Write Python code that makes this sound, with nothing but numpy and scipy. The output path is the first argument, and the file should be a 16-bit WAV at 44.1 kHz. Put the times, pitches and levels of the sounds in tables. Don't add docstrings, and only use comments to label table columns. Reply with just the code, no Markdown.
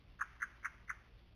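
import sys
import numpy as np
from scipy import signal
from scipy.fft import rfft, irfft
from scipy.io import wavfile
from scipy.ndimage import uniform_filter1d, map_coordinates

SR = 44100
rng = np.random.default_rng(int(sys.argv[2]) if len(sys.argv) > 2 else 0)


def unload_wav(signal):
    wavfile.write(
        sys.argv[1],
        SR,
        np.round(np.clip(np.atleast_2d(signal).T, -1, 1) * 32767).astype(np.int16),
    )


N = 59535
YARD_T60_S, YARD_DELAY_S = 0.93, .025


def blackbird():
    # start_s, length_s, level_db, first_hz, top_hz, last_hz, rising_share, thinning_db
    chirps = [(0.2083, 0.01177, -25, 1020.0, 1781, 1023, 0.26, 3.5),
              (0.4185, 0.01366, -28.5, 1285, 2079, 1215, 0.35, 10.5),
              (0.6452, 0.0154, -30, 1089, 2266, 1060, 0.36, 9),
              (0.8935, 0.0139, -29.5, 1527, 2142, 1122, 0.18, 2.1)]
    echo_delays = [(0.00263, 0.00705, 0.01084, 0.01205, 0.01492),
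                   (0.00352, 0.00707, 0.00941, 0.01124, 0.01641),
                   (0.00439, 0.00708, 0.01012, 0.0112, 0.01651),
                   (0.00581, 0.00686, 0.01032, 0.01152, 0.01852)]
    echo_gains = [-12.5, -11, -10, -12, -22]
    voice, echoes = np.zeros(N), np.zeros(N)
    for (start_s, *shape), delays in zip(chirps, echo_delays):
        sound = chirp(*shape)
        add(voice, start_s, sound)
        for delay_s, gain_db in zip(delays, echo_gains):
            add(echoes, start_s + delay_s, amp(gain_db) * sound)
    return throat(voice + echoes + eaves_and_yard(voice) + scattering(voice))


def chirp(length_s, level_db, first_hz, top_hz, last_hz, rising_share, thinning_db):
    # frequency_hz, density_db
    rasp = [(700, -14.5), (1000, -1), (1500, 0), (2200, -1), (2700, -7), (3300, -27), (3800, -18.5)]
    attack_s, release_s, swell_db = .0021, .0028, 5.5
    t = np.arange(0, length_s, 1 / SR)
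    progress = t / length_s
    before_top = np.maximum(1 - progress / rising_share, 0)
    after_top = np.maximum((progress - rising_share) / (1 - rising_share), 0)
    pitch_hz = top_hz - (top_hz - first_hz) * arch(before_top) - (top_hz - last_hz) * arch(after_top)
    phase = 2 * np.pi * np.cumsum(pitch_hz) / SR
    tone = np.sin(phase) + amp(-49) * np.sin(2 * phase) + amp(-22) * noise(rasp)[:len(t)]
    height = np.clip((pitch_hz - last_hz) / (top_hz - last_hz), 0, 1)
    envelope_db = level_db + swell_db * (progress - 1) + thinning_db * (.5 - height ** 2)
    attack = np.sin(np.pi / 2 * np.minimum(t / attack_s, 1))
    release = np.sin(np.pi / 2 * np.minimum((length_s - t) / release_s, 1)) ** 2
    return attack * release * amp(envelope_db) * tone


def arch(distance, roundness=1.704, flattening_rad=1.243):
    return np.abs(np.sin(flattening_rad * distance) / np.sin(flattening_rad)) ** roundness


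def throat(x, cutoff_hz=990):
    hz = np.fft.rfftfreq(N, 1 / SR) + 1
    return irfft(rfft(x) / np.sqrt(1 + (cutoff_hz / hz) ** 12), N)


def eaves_and_yard(voice):
    # frequency_hz, gain_db
    tail_colour = [(700, -10), (1200, -2.5), (1700, -1), (2100, 5), (2500, 5), (3200, 12), (4000, -5)]
    eaves = amp(-14.5) * reverb(voice, t60_s=.11, delay_s=.012)
    yard = amp(-23) * reverb(voice, YARD_T60_S, YARD_DELAY_S)
    return coloured(eaves + yard, tail_colour)


def reverb(x, t60_s, delay_s):
    t = np.arange(N) / SR
    taps = rng.choice([-1., 1.], N) * (rng.random(N) < .1) * amp(-60 * t / t60_s)
    return delayed(signal.fftconvolve(x, taps / np.linalg.norm(taps))[:N], delay_s)


def scattering(voice):
    # frequency_hz, density_db
    wash = [(700, -13), (1100, -2.5), (1400, -0.5), (2000, -1.5), (2400, -6.5), (2900, -13.5),
            (3800, -22.5)]
    decay = amp(-60 * np.arange(N) / SR / YARD_T60_S) ** 2
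    power = np.abs(signal.fftconvolve(voice ** 2, decay / decay.sum())[:N])
    return amp(-20.5) * delayed(np.sqrt(power), YARD_DELAY_S) * noise(wash)


def background():
    # frequency_hz, density_db
    rumble = [(15, -18.5), (27, -0.5), (48, 0.5), (68, -4), (85, -3), (115, -9), (170, -14.5), (280, -19),
              (400, -22), (500, -27), (1000, -44.5)]
    # frequency_hz, density_db
    hiss = [(200, -15), (600, -2), (1100, 2), (1700, -1.5), (2400, -0.5), (3000, -2.5), (3500, -3),
            (4000, -7.5)]
    flicker_db = 1.5 * noise([(1, 3.5), (12, 4), (40, -5.5), (80, -38)])
    return amp(-63.5) * noise(rumble) + amp(-70 + flicker_db) * noise(hiss)


def doubled(x, copy_db, lead_s=.0173):
    return x + amp(copy_db) * delayed(x, -lead_s)


def suppressor(x, threshold_db=-40, hold_s=.17, fade_s=.037):
    # frequency_hz, gain_db
    quiet_colour = [(500, 1), (1000, -6.5), (1800, -5.5), (2500, -2.5), (3200, 0.5), (4000, 2)]
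    t = np.arange(N) / SR
    loud = uniform_filter1d((x ** 2).mean(0), size=441) > amp(threshold_db) ** 2
    since_loud_s = t - np.maximum.accumulate(np.where(loud, t, -1))
    opened = uniform_filter1d((since_loud_s < hold_s) * 1., round(fade_s * SR))
    return opened * x + (1 - opened) * coloured(x, quiet_colour)


def noise(spectrum):
    hz, db = np.transpose(spectrum)
    shape_db = np.interp(np.log(np.fft.rfftfreq(N, 1 / SR) + 1), np.log(hz), db, right=-100)
    shaped = irfft(rfft(rng.standard_normal(N)) * amp(shape_db), N)
    return shaped / np.sqrt(np.mean(shaped ** 2) + 1e-20)


def coloured(x, response):
    hz, db = np.transpose(response)
    gain_db = np.interp(np.log(np.fft.rfftfreq(2 * N, 1 / SR) + 1), np.log(hz), db)
    return irfft(rfft(x, 2 * N) * amp(gain_db))[..., :N]


def amp(db):
    return 10 ** (np.asarray(db) / 20)


def add(mix, start_s, sound):
    part = mix[round(start_s * SR):][:len(sound)]
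    part += sound[:len(part)]


def delayed(x, delay_s):
    return np.interp(np.arange(N) - delay_s * SR, np.arange(N), x, left=0, right=0)


def scene():
    mono = doubled(blackbird(), copy_db=-16) + doubled(background(), copy_db=-5.5)
    return np.array([mono, mono])


def record(dry):
    sampling_hz, band_edge_hz = 8000, 15400
    t, ticks = np.arange(N) / SR, np.arange(0, N / SR, 1 / sampling_hz)
    samples = [map_coordinates(channel, [ticks * SR], mode="nearest") for channel in suppressor(dry)]
    joined = np.array([np.interp(t, ticks, channel) for channel in samples])
    low_pass = signal.firwin(255, band_edge_hz, window=("kaiser", 8), fs=SR)
    return signal.oaconvolve(joined, low_pass[None], "same")


dry = scene()
out = record(dry)
unload_wav(out)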